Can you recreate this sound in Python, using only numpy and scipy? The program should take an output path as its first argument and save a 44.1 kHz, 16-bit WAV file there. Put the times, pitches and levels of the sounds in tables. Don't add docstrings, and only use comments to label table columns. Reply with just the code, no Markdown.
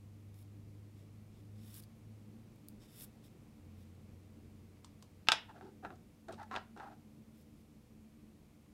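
import sys
import numpy as np
from scipy import signal
from scipy.fft import rfft, irfft, next_fast_len
from scipy.io import wavfile
from scipy.ndimage import map_coordinates

SR = 44100
rng = np.random.default_rng(int(sys.argv[2]) if len(sys.argv) > 2 else 0)


def digitize_waveform(pressure):
    field = np.atleast_2d(pressure).T
    bounded = np.clip(field, -1, 1)
    quanta = np.round(bounded * 32767).astype(np.int16)
    wavfile.write(sys.argv[1], SR, quanta)


N = 384983


def amp(db):
    return 10 ** (np.asarray(db) / 20)


def unit(x):
    return x / np.sqrt(np.mean(x ** 2) + 1e-20)


def along(points, hz):
    f, v = np.transpose(points)
    return np.interp(np.log(hz + 1), np.log(f + 1), v)


def curves(rows):
    s, *cols = np.transpose(rows)
    return [np.interp(np.arange(N) / SR, s, c) for c in cols]


def wobble(rate):
    knots = rng.standard_normal(int(N * rate / SR) + 4)
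    return unit(map_coordinates(knots, [np.arange(N) * rate / SR]))


def coloured(x, spectrum):
    m = next_fast_len(N + SR // 4)
    gain = amp(along(spectrum, np.fft.rfftfreq(m, 1 / SR)))
    return unit(irfft(rfft(x, m) * gain, m)[:N])


def noise(spectrum):
    return coloured(rng.standard_normal(N), spectrum)


def grains(rate, spread_db):
    size_db = spread_db * rng.random(N)
    slips = rng.random(N) < rate / SR
    return unit(slips * rng.choice([-1, 1], N) * amp(size_db))


def blow(spectrum, tilt_db, chatter_db, chatter_t60, size=8192):
    t, hz = np.arange(size) / SR, np.fft.rfftfreq(size, 1 / SR)
    level = along(spectrum, hz) + tilt_db * np.log2(np.clip(hz, 500, 8000))
    cepstrum = irfft(np.log(amp(level) + 1e-9))
    cepstrum[1:size // 2] *= 2
    cepstrum[size // 2 + 1:] = 0
    body_response = np.exp(rfft(cepstrum))
    chatter = rng.choice([-1, 1], size) * amp(-60 * t / chatter_t60)
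    force = (t == 0) + amp(chatter_db) * chatter / np.linalg.norm(chatter)
    hit = irfft(rfft(force) * body_response)
    return hit / np.linalg.norm(hit)


def in_room(x, wet_db):
    # frequency in Hz, time to fall by 60 dB in seconds.
    wall_decay = [(200, 0.41), (1000, .26), (2800, .3), (6000, 0.19), (14000, .14)]
    hz, t, z = signal.stft(rng.standard_normal(SR // 2), SR, nperseg=256)
    fade = amp(-60 * t / along(wall_decay, hz)[:, None])
    tail = signal.istft(z * fade, SR, nperseg=256)[1]
    response = np.pad(amp(wet_db) * tail / np.linalg.norm(tail), (SR // 200, 0))
    response[0] = 1
    return signal.fftconvolve(x, response)


def add(track, s, sound):
    part = track[round(s * SR):][:len(sound)]
    part += sound[:len(part)]


def gesture(length, attack_s, release_s):
    t = np.arange(SR // 2) / SR
    return t, np.minimum(t / attack_s, 1) * np.exp(-np.maximum(t - length, 0) / release_s)


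def knife():
    # dragging blade in dB, tearing paint film in dB.
    strokes = [(0.337, 0.089, -77.5, -72), (.95, 0.079, -77.5, -85), (1.293, 0.12, -79, -87),
               (1.55, 0.16, -69, -66), (1.707, 0.096, -64.5, -56), (1.814, 0.028, -76, -70),
               (2.795, .07, -70, -79), (2.869, 0.18, -64, -54), (3.228, 0.0523, -72.5, -74),
               (3.76, .075, -79, -79), (7.33, 0.097, -78, -76.5), (7.459, 0.16, -83, -82)]
    # frequency in Hz, relative level in dB per Hz.
    blade_colour = [(900, -9), (2300, -8.5), (3100, -6), (3650, 1.5), (4150, -10), (4900, -4.5), (5400, -1),
                    (6000, -12.5), (8000, -6.5), (11000, -20.5)]
    # frequency in Hz, relative level in dB per Hz.
    film_colour = [(4500, -18), (7500, -11), (9300, -4.5), (9900, -2.5), (10700, -3), (11800, 0),
                   (13200, -5), (15800, -7.5)]
    # start in seconds, nominal peak in dB, treble tilt in dB per octave.
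    ticks = [(0.343, -54, -3), (.428, -56, -4), (1.7425, -39, 3), (1.752, -47, -6), (1.76, -47, 4),
             (1.825, -51, -2), (1.837, -47, -7), (2.56, -60, 2), (2.6856, -34.5, 7), (3.009, -40.5, -6)]
    blade_swell_db_per_s, film_swell_db_per_s = 80, 191
    attack_s, lift_s = 0.0082, 0.0029
    peel_s = 0.035

    drag, tear = np.zeros((2, N))
    for s, length, blade_db, film_db in strokes:
        t, contact = gesture(length, attack_s, lift_s)
        until_peel = np.maximum(length - peel_s - t, 0)
        add(drag, s, contact * amp(blade_db - blade_swell_db_per_s * until_peel))
        add(tear, s, contact * amp(film_db - film_swell_db_per_s * until_peel))
    grip = unit(amp(0.54 * wobble(170)))
    rub = drag * coloured(grains(rate=3000, spread_db=8), blade_colour)
    fizz = tear * coloured(grains(rate=3500, spread_db=15.5), film_colour)
    out = grip * (rub + fizz)
    pop = [(800, -27), (2500, -14), (4400, 9.5), (6000, 3.5), (11000, 5.5), (15500, 6.5)]  # (Hz, dB)
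    for s, db, tilt_db in ticks:
        add(out, s, amp(db + 8.5) * blow(pop, tilt_db, chatter_db=12, chatter_t60=0.0058))
    return in_room(out, wet_db=-14.0)[:N]


def clacks():
    # start in seconds,
    # nominal peak in dB, treble tilt in dB per octave, wall rattle in dB relative to the ring.
    clack_hits = [(5.2714, -46.5, -2.5, 6.5), (5.286, -8.5, -1, -8.5), (5.2992, -30.5, -1, -1.5),
                  (5.3188, -11.5, 2, -3.5), (5.3278, -24, 1, -5), (5.336, -26.5, -1, -6),
                  (6.562, -30, -3, -0.5)]
    # frequency in Hz, level in dB before the tilt, time to fall by 60 dB in seconds.
    tub_modes = [(810, -9, 0.017), (1330, -4.5, 0.023), (1590, -11.5, 0.054), (2050, -6, .007),
                 (2640, -0.5, 0.015), (3088, -2.5, 0.011), (3580, 3, 0.0087), (5000, 2, 0.0061),
                 (5200, 0.5, .006), (7000, -7.5, .004), (8150, -13, 0.0048), (9400, -18, 0.005),
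                 (11500, -23, .003), (15000, -33, .003), (873, -19, 0.16), (1296, -25, .13),
                 (1500, -27.5, .12), (1810, -31.5, .17), (2688, -24.5, 0.21), (2950, -29.5, 0.33),
                 (3410, -31, .16), (3820, -29.5, .17)]
    # frequency in Hz, relative level in dB per Hz.
    rattle_colour = [(120, -16.5), (350, -5.5), (520, -5.5), (850, 3.5), (1100, 1.5), (1400, 3.5),
                     (2100, -1.5), (2700, 3.5), (3700, -1), (4400, -3.5), (5400, -3), (6500, -14),
                     (9000, -22.5), (15800, -39.5)]

    out, t = np.zeros(N), np.arange(8192) / SR
    for s, db, tilt_db, rattle_db in clack_hits:
        ring = np.zeros(len(t))
        for k, (hz, level, t60) in enumerate(tub_modes):
            swing = (-1) ** k
            decay = amp(level + tilt_db * np.log2(hz) - 60 * t / t60)
            ring += swing * decay * np.sin(2 * np.pi * hz * t)
        rattle = blow(rattle_colour, tilt_db, chatter_db=22.5, chatter_t60=0.04)
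        ring_in_room = in_room(ring / np.linalg.norm(ring), wet_db=-24.5)
        rattle_in_room = in_room(rattle, wet_db=-9)
        add(out, s, amp(db + 14.5) * (ring_in_room + amp(rattle_db) * rattle_in_room))
    return out


def handling():
    # start in seconds, nominal peak in dB.
    taps = [(4.8459, -36.5), (5.025, -39.5), (5.9569, -55.5), (6.3245, -38), (6.4303, -48)]
    # start in seconds, nominal peak in dB, treble tilt in dB per octave.
    knocks = [(5.492, -53, 1), (5.611, -44, -1), (5.8497, -32, -1.5), (5.905, -42, -1), (6.285, -44.5, 6.5),
              (6.5132, -35, 0), (6.542, -34, -0.5), (6.554, -32, 0), (6.572, -31.5, -4), (6.765, -47, -7.5),
              (6.775, -49, 6), (6.7995, -39.5, 0)]
    # frequency in Hz, relative level in dB per Hz.
    knock_colour = [(120, -13), (330, -5), (540, -7), (750, 8), (1000, 1.5), (1450, 7), (2150, -9),
                    (2700, -7), (3200, -17), (3900, -10), (4600, -26), (7000, -26), (14000, -49.5)]
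    # centre pitch in Hz, energy in dB relative to the blow.
    wall_notes = [(760, -2.5), (1040, -15), (1350, -7.5), (1600, -13.5)]
    note_t60_s, detune = 0.1, 0.018

    out, t = np.zeros(N), np.arange(8192) / SR
    tap_colour = [(300, -36), (900, 13), (2000, -9.0), (4500, 1.5), (8000, -5.5), (15000, -21)]  # (Hz, dB)
    for s, db in taps:
        tap = blow(tap_colour, tilt_db=2, chatter_db=9.5, chatter_t60=0.022)
        add(out, s, amp(db + 6) * in_room(tap, wet_db=-9))
    for s, db, tilt_db in knocks:
        knock = blow(knock_colour, tilt_db, chatter_db=1.0, chatter_t60=0.045)
        for hz, note_db in wall_notes:
            note_hz = hz * (1 + detune * rng.standard_normal())
            note = np.sin(2 * np.pi * note_hz * t) * amp(-60 * t / note_t60_s)
            knock = knock + amp(note_db) * note / np.linalg.norm(note)
        add(out, s, amp(db + 13.5) * in_room(knock, wet_db=-14))
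    return out


def rubbed(hz, blur_hz):
    strength = amp(0.94 * wobble(120))
    phase = 2 * np.pi * np.cumsum(hz + blur_hz * wobble(260)) / SR
    return unit(strength * np.sin(phase))


def sliding():
    # table in dB, hollow body in dB, rasp in dB; last the starting body resonance in Hz.
    shoves = [(5.478, 0.037, -75, -54, -73, 900), (5.54, 0.051, -61, -54.5, -73, 772),
              (5.61, 0.089, -52, -58.5, -73.5, 850), (5.825, 0.049, -48.5, -44.5, -70, 770),
              (5.897, 0.042, -53, -56, -77, 718.6), (6.28, .028, -47.5, -42, -67, 717),
              (6.315, 0.029, -50, -53.5, -61, 735.4), (6.376, 0.0591, -69, -45, -65, 900),
              (6.506, .077, -52, -42, -57.5, 1025), (6.757, .035, -54, -53.5, -67, 819),
              (6.792, 0.096, -61, -45.5, -67, 841.5), (6.895, .042, -64.5, -53, -73, 764)]
    # frequency in Hz, relative level in dB per Hz.
    body_colour = [(400, -20), (620, -0.5), (880, -3), (1130, 1), (1380, 6), (1720, -3), (2100, -10),
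                   (3000, -38)]
    # frequency in Hz, relative level in dB per Hz.
    rasp_colour = [(1500, -28), (2500, 1.5), (3200, -2.5), (3900, -2), (5500, -7.5), (8000, -15),
                   (15000, -34)]
    # frequency in Hz, relative level in dB per Hz.
    table_colour = [(150, -13), (280, -2), (380, 2.5), (520, -12.5), (800, -59)]
    attack_s, stop_s = 0.0165, 0.0057
    slowing_db_per_s, sag_hz_per_s = 78, 700

    t = np.arange(N) / SR
    table, body, rasp, pitch = np.zeros((4, N))
    for s, length, table_db, body_db, rasp_db, hz in shoves:
        age, contact = gesture(length, attack_s, stop_s)
        speed = contact * amp(-slowing_db_per_s * age)
        for track, db in (table, table_db), (body, body_db), (rasp, rasp_db):
            add(track, s, amp(db) * speed)
        pitch = np.where(t < s, pitch, hz - sag_hz_per_s * np.minimum(t - s, length))
    stutter = unit(amp(1.65 * wobble(160)))
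    hollow = amp(-4.0) * rubbed(pitch, blur_hz=67.6) + amp(-18.5) * rubbed(2 * pitch, blur_hz=130.2)
    shell = amp(-10) * coloured(grains(rate=1600, spread_db=3.5), body_colour) + hollow
    grit = amp(-2) * coloured(grains(rate=2100, spread_db=13), rasp_colour)
    thud = amp(-1) * noise(table_colour)
    return in_room(stutter * (body * shell + rasp * grit + table * thud), wet_db=-12.0)[:N]


def drone():
    # time in seconds, centre pitch in Hz.
    drone_pitch = [(0, 98.5), (.5, 101.7), (1.1, 100.9), (1.7, 104), (2.3, 106), (3.2, 113.2), (3.6, 89.7),
                   (4.3, 91.76), (5.5, 94.8), (6.6, 93.2), (7.7, 77.67), (8.7, 80.4)]
    # time in seconds, level in dB before the flutter.
    drone_level = [(0.0, -56.5), (0.36, -54), (1.43, -58), (1.55, -53), (1.87, -59), (1.91, -68),
                   (2.05, -54.5), (2.69, -64), (3.58, -66.5), (3.67, -56.5), (5.88, -68.5), (5.97, -61),
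                   (6.13, -71), (6.4, -61), (6.8, -71), (8.73, -74)]
    # multiple of the pitch, relative level in dB.
    partials = [(.5, -19.5), (.75, -13), (1, 2.5), (1.5, -14), (2, -13.5)]
    (pitch,), (level_db,) = curves(drone_pitch), curves(drone_level)
    phase = 2 * np.pi * np.cumsum(pitch + 1.1 * wobble(9.8)) / SR
    tone = unit(sum(amp(db) * np.sin(k * phase) for k, db in partials))
    return amp(level_db + 0.74 * wobble(14)) * tone


def background():
    # time in seconds, level in dB before a 2.5 dB lift.
    resonance_level = [(0.0, -68), (1.22, -73), (1.63, -64.5), (2.84, -67), (6.22, -67), (7.05, -63.5),
                       (7.61, -71), (8.0, -66), (8.73, -72.5)]
    # frequency in Hz, relative level in dB per Hz.
    rumble_colour = [(15, -39), (28, -12), (48, -4.5), (61, -5.5), (76, -6), (135, -1.5), (165, -4.5),
                     (230, -4), (268, -16.5), (296, 0.5), (320, -10.5), (430, -15), (800, -32.5),
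                     (1700, -81)]
    # frequency in Hz, relative level in dB per Hz.
    air_colour = [(290, -24), (500, 1.5), (553, -9), (595, -3.5), (697, -8), (749, -6), (817, -9.5),
                  (1160, -10.5), (1590, -16.5), (2280, -13), (3180, -19), (8860, -27.5), (15800, -39.5)]
    rumble_db, air_db = -62.5, -74.5
    swell_peak_db, swell_middle_s, swell_width_s = 2.5, 3.3, 2.1

    swell_db = swell_peak_db * np.exp(-((np.arange(N) / SR - swell_middle_s) / swell_width_s) ** 2)
    (upper_db,) = curves(resonance_level)
    hum = drone()
    upper = amp(upper_db + 2.5) * noise([(150, -55.5), (200, -15.5), (218, 4), (238, -9), (300, -57.0)])
    rumble = amp(rumble_db + 0.66 * swell_db + 1.1 * wobble(8.9)) * noise(rumble_colour)
    air = amp(air_db + swell_db) * noise(air_colour)
    hiss = amp(-79) * noise([(500, -6), (4000, 0.0), (14000, -1.5), (15800, -7.5)])
    return hum + upper + rumble + air + hiss


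def scene():
    return (knife() + clacks() + handling() + sliding() + background())[None]


def record(dry):
    ceiling, top_hz = 0.36, 15800
    rounded = dry / (1 + np.abs(dry / ceiling) ** 6) ** (1 / 6)
    m = next_fast_len(N + SR // 4)
    in_band = np.fft.rfftfreq(m, 1 / SR) < top_hz
    return irfft(rfft(rounded, m) * in_band, m)[..., :N]


dry = scene()
out = record(dry)
digitize_waveform(out)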